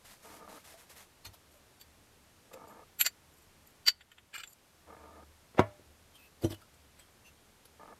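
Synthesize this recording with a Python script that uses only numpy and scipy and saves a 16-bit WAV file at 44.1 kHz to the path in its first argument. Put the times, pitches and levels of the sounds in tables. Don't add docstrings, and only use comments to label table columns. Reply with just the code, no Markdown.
import sys
import numpy as np
from scipy import signal
from scipy.fft import rfft, irfft, next_fast_len
from scipy.io import wavfile

SR = 44100
rng = np.random.default_rng(int(sys.argv[2]) if len(sys.argv) > 2 else 0)


def transcribe(u):
    v = np.clip(np.atleast_2d(u).T, -1, 1)
    q = np.round(v * 32767).astype(np.int16)
    wavfile.write(sys.argv[1], SR, q)


N = 352359
T = np.arange(N) / SR
LEAD = SR // 20
AGE = np.arange(-LEAD, SR // 2) / SR


def amp(db):
    return 10 ** (np.asarray(db) / 20)

def unit(x):
    return x / np.sqrt(np.mean(x ** 2) + 1e-20)

def along(points, hz):
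    f, v = np.transpose(points)
    return np.interp(np.log(hz + 1), np.log(f + 1), v)

def filtered(x, response):
    size = next_fast_len(len(x) + 8192)
    return irfft(rfft(x, size) * response(np.fft.rfftfreq(size, 1 / SR)), size)[:len(x)]

def shaped(x, tone):
    return filtered(x, lambda hz: amp(along(tone, hz)))

def noise(tone, size=len(AGE)):
    return unit(shaped(rng.standard_normal(size), tone))

def resonate(x, peaks):
    def response(f):
        return sum((-1) ** k * amp(db) * 1j * f * width / (hz * hz - f * f + 1j * f * width)
                   for k, (hz, width, db) in enumerate(peaks))
    return unit(filtered(x, response))

def crowded(x, depth_db):
    grid_hz = np.arange(0, SR / 2, 70)
    ripple = depth_db * np.tanh(rng.standard_normal(len(grid_hz)))
    return unit(filtered(x, lambda hz: amp(np.interp(hz, grid_hz, ripple))))

def friction(slips_per_s, depth_db):
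    slips = np.interp(T * slips_per_s, np.arange(N), rng.standard_normal(N))
    return unit(rng.standard_normal(N) * amp(depth_db * slips))

def gates(rows, edge_s):
    return sum(amp(db) * np.clip(np.minimum(T - s, s + length - T) / edge_s + .5, 0, 1)
               for s, length, db in rows)

def strike(fade_s, swell_db, swell_s):
    swell = amp(swell_db) * np.clip(1 + AGE / swell_s, 0, 1) ** 1.5
    return np.where(AGE < 0, swell, np.exp(-np.log(1000) * np.abs(AGE) / fade_s))

def ringing(notes, swell_db, spread_db):
    draws = rng.standard_normal((len(notes), 3))
    return sum(amp(db + spread_db * louder) * strike(fade, swell_db, 0.029)
               * np.sin(2 * np.pi * (hz * (1 + 0.00182 * higher) * AGE + phase))
               for (hz, db, fade), (louder, higher, phase) in zip(notes, draws))

def pushed(notes):
    return sum(amp(db) * (AGE > 0) * strike(fade, 0, .01) * np.sin(2 * np.pi * hz * AGE)
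               for hz, db, fade in notes)

def soften(x, cutoff_hz):
    return filtered(x, lambda hz: 1 / np.sqrt(1 + (hz / cutoff_hz) ** 4))

def add(track, s, x):
    start = round(s * SR) - LEAD
    track[start:start + len(x)] += x[:N - start]


# f/Hz, level/dB
HISS_TONE = [(15, -42), (25, 0), (43, -16), (76, -4.5), (169, -9.5), (311, -11.5), (385, -12.5), (501, -13),
             (1170, -16.5), (2340, -19.5), (4540, -22), (10600, -25.5), (11800, -26.5), (14200, -27.5)]
# t/s, level/dB
HUM_LEVELS = [(0, -73), (4.7, -78.5), (5.0, -64), (5.7, -69.5), (8, -69)]

def workshop():
    hiss = shaped(noise(HISS_TONE, N), [(14100, 0.5), (14500, -15)])
    dip_s, hold_s, return_s = 3.88, 0.18, 0.81
    dip = (T > dip_s) * np.clip(1 - (T - dip_s - hold_s) / return_s, 0, 1)
    rumble = resonate(rng.standard_normal(N), [(70.8, 12, 0)])
    hum = resonate(rumble, [(74.7, 4.8, 0)])
    return amp(-63.5 - 5 * dip) * hiss + amp(np.interp(T, *np.transpose(HUM_LEVELS))) * hum


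# t/s, length/s, level/dB
STROKES = [(0.047, 0.11, -57), (0.226, 0.171, -58), (0.485, 0.12, -57.5), (0.644, 0.105, -56.5),
           (0.773, 0.069, -59), (0.895, 0.044, -55.5), (0.956, 0.082, -56)]
# f/Hz, level/dB
CLOTH_TONE = [(120, -36), (200, 3.5), (253, -24), (454, 1), (497, 0.5), (665, 1.5), (1510, -1), (1620, 2),
              (2800, -3), (13200, -5.5), (15500, -26)]

def sleeves():
    rise_s, fall_s = 0.019, 0.061
    first, last = STROKES[0][0], STROKES[-1][0]
    motion = gates([(first, last - first, -68.5)], 0.26)
    for s, length, db in STROKES:
        edges = np.minimum((T - s) / rise_s, (s + length - T) / fall_s)
        motion = np.maximum(motion, amp(db + 1) * np.clip(edges + .5, 0, 1))
    return motion * unit(shaped(friction(370, 1.5), CLOTH_TONE))


# start/s, turn/s, stop/s
MOTOR_RUNS = [(0.246, 0.478, .585), (2.513, 2.672, 2.84), (4.872, 4.967, 5.24), (7.796, 7.878, 7.94)]
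# f/Hz, width/Hz, level/dB
CASE_NOTES = [(199, 24, -2), (307, 20.6, 0), (443, 36, 0), (659, 117, -2), (908, 41, 2), (1220, 66, 1.5),
              (1736, 51, -7), (2180, 135, -13)]

def focus_motor():
    pause_s, drop_db_per_s = 0.011, 12
    drive = np.zeros(N)
    for start, turn, stop in MOTOR_RUNS:
        legs = [(start, turn - pause_s - start), (turn, stop - turn)]
        drive += gates([(s, length, -53 - drop_db_per_s * length) for s, length in legs], 0.011)
        add(drive, turn, amp(-47.5) * strike(0.015, -24, .002))
    chatter = resonate(friction(250, 3.1), CASE_NOTES)
    return drive * unit(filtered(chatter, lambda hz: 1 / (1 + (hz / 2600) ** 4)))


# t/s, level/dB, snap fade/s, ring f/Hz
TICKS = [(.742, -55.5, .04, 670), (1.254, -45.5, 0.054, 4300), (1.265, -49, 0.094, 6040),
         (1.342, -55, 0.093, 11800), (1.543, -59.5, .05, 575), (2.536, -52, .06, 7500),
         (2.541, -43.5, 0.025, 502), (6.422, -55, .08, 4680), (6.444, -46, 0.16, 3100),
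         (6.447, -47, 0.048, 5900), (6.506, -48.5, .09, 4890), (6.522, -46, 0.081, 3150),
         (6.545, -51, 0.041, 2960), (6.618, -57.5, .07, 1393), (6.743, -62, 0.029, 7700),
         (6.996, -57, 0.096, 7860), (7.656, -54.5, 0.034, 10700)]
# f/Hz, level/dB
TOUCH_TONE = [(200, -19), (600, -3.5), (1500, -5), (4400, -7), (6500, -12.5), (12000, -9), (14000, -10),
              (14600, -31.5)]
# pitch ratio, level/dB, fade at 2500 Hz/s
PART_NOTES = [(1, 0, .1), (1.045, -5, .07), (.93, -7, .06), (1.12, -9, .05)]

def ticks():
    out = np.zeros(N)
    for s, db, fade, ring_hz in TICKS:
        snap = strike(fade, -1.1, 0.19 * fade) * crowded(noise(TOUCH_TONE), depth_db=9.5)
        stretch = (2500 / ring_hz) ** 0.34
        notes = [(ring_hz * ratio, note_db, life * stretch) for ratio, note_db, life in PART_NOTES]
        ring = ringing(notes, swell_db=-17, spread_db=3.5)
        octaves = np.log2(ring_hz / 2800)
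        snap_db, ring_db = 2.5 * min(octaves, 0), -1.5 * max(octaves, 0)
        add(out, s, amp(db) * (amp(snap_db) * snap + amp(ring_db) * ring))
    return out


# t/s, level/dB, cutoff/Hz
BUMPS = [(1.269, -42.5, 112), (1.289, -45, 105), (6.438, -32.5, 593), (6.4467, -21.5, 484),
         (6.455, -27.5, 400), (6.507, -38.5, 454), (6.528, -42.5, 880)]
# f/Hz, level/dB, fade/s
SHELF_NOTES = [(98, -8, 0.18), (133, 1, 0.03), (250, -18, 0.13), (325, 3.5, 0.093), (460, -11, 0.077),
               (607, -11.5, 0.11), (910, -24, 0.13)]
# f/Hz, level/dB
WOOD_TONE = [(53, -24), (90, -39.5), (363, 0), (615, -1), (938, -4.5), (1090, -14), (1210, -7),
             (2180, -31.5), (3620, -17.5), (4480, -53), (5890, -22), (14000, -42.5)]

def shelf_bumps():
    out = np.zeros(N)
    for s, db, cutoff_hz in BUMPS:
        shuffle = amp(-9) * strike(0.084, -9.5, 0.044) * noise(WOOD_TONE)
        add(out, s, amp(db) * soften(pushed(SHELF_NOTES) + shuffle, cutoff_hz))
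    return filtered(out, lambda hz: (1j * hz / (1j * hz + 35)) ** 2)


# t/s, length/s, level/dB
TURNS = [(1.51, 0.07, -70), (2.68, .057, -64.5), (3.32, 0.13, -70), (3.665, 0.051, -68.5),
         (4.347, 0.026, -52.5), (4.47, 0.071, -63)]

def fingertips():
    notes = [(4660, 100, -11), (7070, 140, -8), (8300, 460, -12), (11700, 110, -2), (13300, 130, -10)]
    return gates(TURNS, 0.015) * resonate(friction(150, 6.4), notes)


# f/Hz, level/dB, fade/s
PISTON_NOTES = [(1450, -9, .055), (1820, -14, .06), (2490, -9, .055), (2655, -9, .06), (3020, -10, .055),
                (3430, -9, .065), (3890, -16, .06), (4365, -10, .05), (4587, 0, .07), (4668, -6, .055),
                (5680, -14, .05), (6580, -10, .05), (7288, -3, .06), (7400, -3, .06), (7530, -8, .05),
                (7850, -10, .05), (11400, -15, .05), (11820, 0, .06), (13055, -5, .055), (13228, -6, .05),
                (15700, -20, .05)]
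# f/Hz, level/dB
CLACK_TONE = [(100, -33), (500, -13), (1100, -8.5), (1450, -0.5), (2400, 3), (3300, 0.5), (4500, 0.5),
              (5300, -13.5), (7700, -1), (9500, -15), (12500, -4), (14000, -3), (14600, -48)]

def piston_hit(tone, swell_db):
    crack = amp(-1) * strike(.02, -20, .004) * noise(CLACK_TONE)
    clack = amp(2) * strike(.055, swell_db + 4, .024) * crowded(noise(CLACK_TONE), depth_db=5)
    ring = amp(-4.5) * ringing(PISTON_NOTES, swell_db, spread_db=6.5)
    return shaped(ring + crack + clack, tone)


# t/s, level/dB, brightness/dB
CLINKS = [(1.8133, -56.5, 7), (3.0119, -27.5, 9), (3.0634, -28.5, 0.5), (3.8819, -24, -6.5)]
# f/Hz, level/dB, change/dB per dB of brightness
CLINK_TONE = [(4124, 0, 0), (4575, 8.5, -1.23), (4800, 8.5, -1.15), (5310, 4, -0.23), (8800, -0.5, 0.78),
              (11000, -1.5, 0.8)]

def clinks():
    out = np.zeros(N)
    for s, db, bright_db in CLINKS:
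        tone = [(hz, base_db + change * bright_db) for hz, base_db, change in CLINK_TONE]
        add(out, s, amp(db) * piston_hit(tone, swell_db=-10))
    return out


# t/s, clack level/dB, ring level/dB
TAPS = [(4.0088, -50.5, -64), (4.1168, -52, -57), (4.1823, -50.5, -64), (4.341, -43, -49.5),
        (4.3807, -46, -45), (4.435, -42, -41), (4.4745, -66, -50)]

def gripped_taps():
    out = np.zeros(N)
    for s, clack_db, ring_db in TAPS:
        muted_db = ring_db - 13.5
        tone = [(3500, clack_db), (4500, muted_db), (6300, muted_db), (7350, ring_db), (9500, muted_db)]
        add(out, s, piston_hit(tone, swell_db=-19.5))
    return out


# t/s, length/s, level/dB
SCRAPES = [(4.341, 0.032, -43), (4.384, .034, -46)]
# f/Hz, width/Hz, level/dB
WALL_NOTES = [(1630, 370, 2), (2300, 650, -0.5), (3120, 180, -1.5), (4460, 490, -8), (7480, 120, -7),
              (8360, 260, -12), (12200, 66, -20), (12900, 700, -23.5)]

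def scrapes():
    return gates(SCRAPES, 0.02) * crowded(resonate(friction(500, 2.7), WALL_NOTES), depth_db=13.5)


# t/s, level/dB, cutoff/Hz
KNOCKS = [(5.548, -44.5, 2385), (5.5938, -8.5, 2700), (5.796, -46, 296), (5.904, -52.5, 293)]
# f/Hz, level/dB, fade/s
BOARD_NOTE = [(466, 1.5, 0.018)]
# f/Hz, level/dB, fade/s
BENCH_NOTES = [(105, -9, .2), (150, -8, .08), (220, -5, .08), (376, 2, .06), (500, -7, .04),
               (598, -21, .42), (662, -7, .14), (813, -25, .3), (853, -10, .08), (953, -15, .16),
               (1092, -9, .11), (1316, -18, .1), (1410, -24, .12), (1723, -23, .18), (2040, -24, .17),
               (2250, -27, .14)]

def bench_knocks():
    rattle_tone = [(100, -7), (600, 15), (1100, -2), (2000, 3), (3200, -8), (6000, -40)]
    rim_tone = [(500, 1.5), (4000, 0), (8000, -10.5), (13000, -13.5), (14600, -31)]
    ring = amp(-9) * pushed(BENCH_NOTES)
    out = np.zeros(N)
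    for s, db, cutoff_hz in KNOCKS:
        thud = pushed(BOARD_NOTE) + amp(-3) * strike(.026, -16, .02) * noise(WOOD_TONE)
        rattle = amp(-16.5) * strike(0.12, -1, 0.024) * noise(rattle_tone)
        rim = amp(-28.5) * strike(0.065, -13.5, 0.038) * noise(rim_tone)
        add(out, s, amp(db) * (soften(ring + thud + rattle, cutoff_hz) + rim))
    bass_cut = signal.butter(4, 84, "highpass", fs=SR, output="sos")
    return signal.sosfilt(bass_cut, out)


# t/s, length/s, level/dB, fin f/Hz, upper f/Hz
PALM_RUBS = [(6.147, 0.027, -64, 3120, 9040), (6.183, 0.096, -69, 2610, 13620),
             (7.0, 0.038, -70.5, 3180, 8100), (7.249, 0.048, -65.5, 2750, 6150)]

def palms():
    out = np.zeros(N)
    skin = filtered(friction(200, 2.7), lambda hz: amp(along(TOUCH_TONE, hz)) * hz / (hz + 1500))
    skin = crowded(skin, depth_db=3.5)
    for s, length, db, hz, upper_hz in PALM_RUBS:
        drift = np.cumsum(rng.standard_normal(N)) * np.sqrt(80 / SR / (2 * np.pi))
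        fin = np.sin(2 * np.pi * (hz * T + drift)) + amp(-8) * np.sin(2 * np.pi * (upper_hz * T + drift))
        out += gates([(s, length, db)], 0.023) * (skin + amp(5) * unit(fin))
    return out


# f/Hz, fade/s
ROOM_FADES = [(100, 0.19), (700, 0.27), (2000, 0.36), (10000, 0.1)]

def room(x):
    hz, t, spectrum = signal.stft(rng.standard_normal(SR // 2), SR, nperseg=256)
    fading = np.exp(-np.log(1000) * t / along(ROOM_FADES, hz)[:, None])
    tail = signal.istft(spectrum * fading, SR, nperseg=256)[1]
    return signal.fftconvolve(x, tail / np.linalg.norm(tail))[:N]

def scene():
    metal = clinks() + gripped_taps() + scrapes() + fingertips()
    wood = bench_knocks() + shelf_bumps()
    echo = room(amp(-33.5) * metal + amp(-22.5) * wood)
    return (metal + wood + echo + sleeves() + palms() + ticks() + focus_motor() + workshop())[None]

def record(dry):
    return filtered(dry[0], lambda hz: hz < 15800)[None]


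dry = scene()
out = record(dry)
transcribe(out)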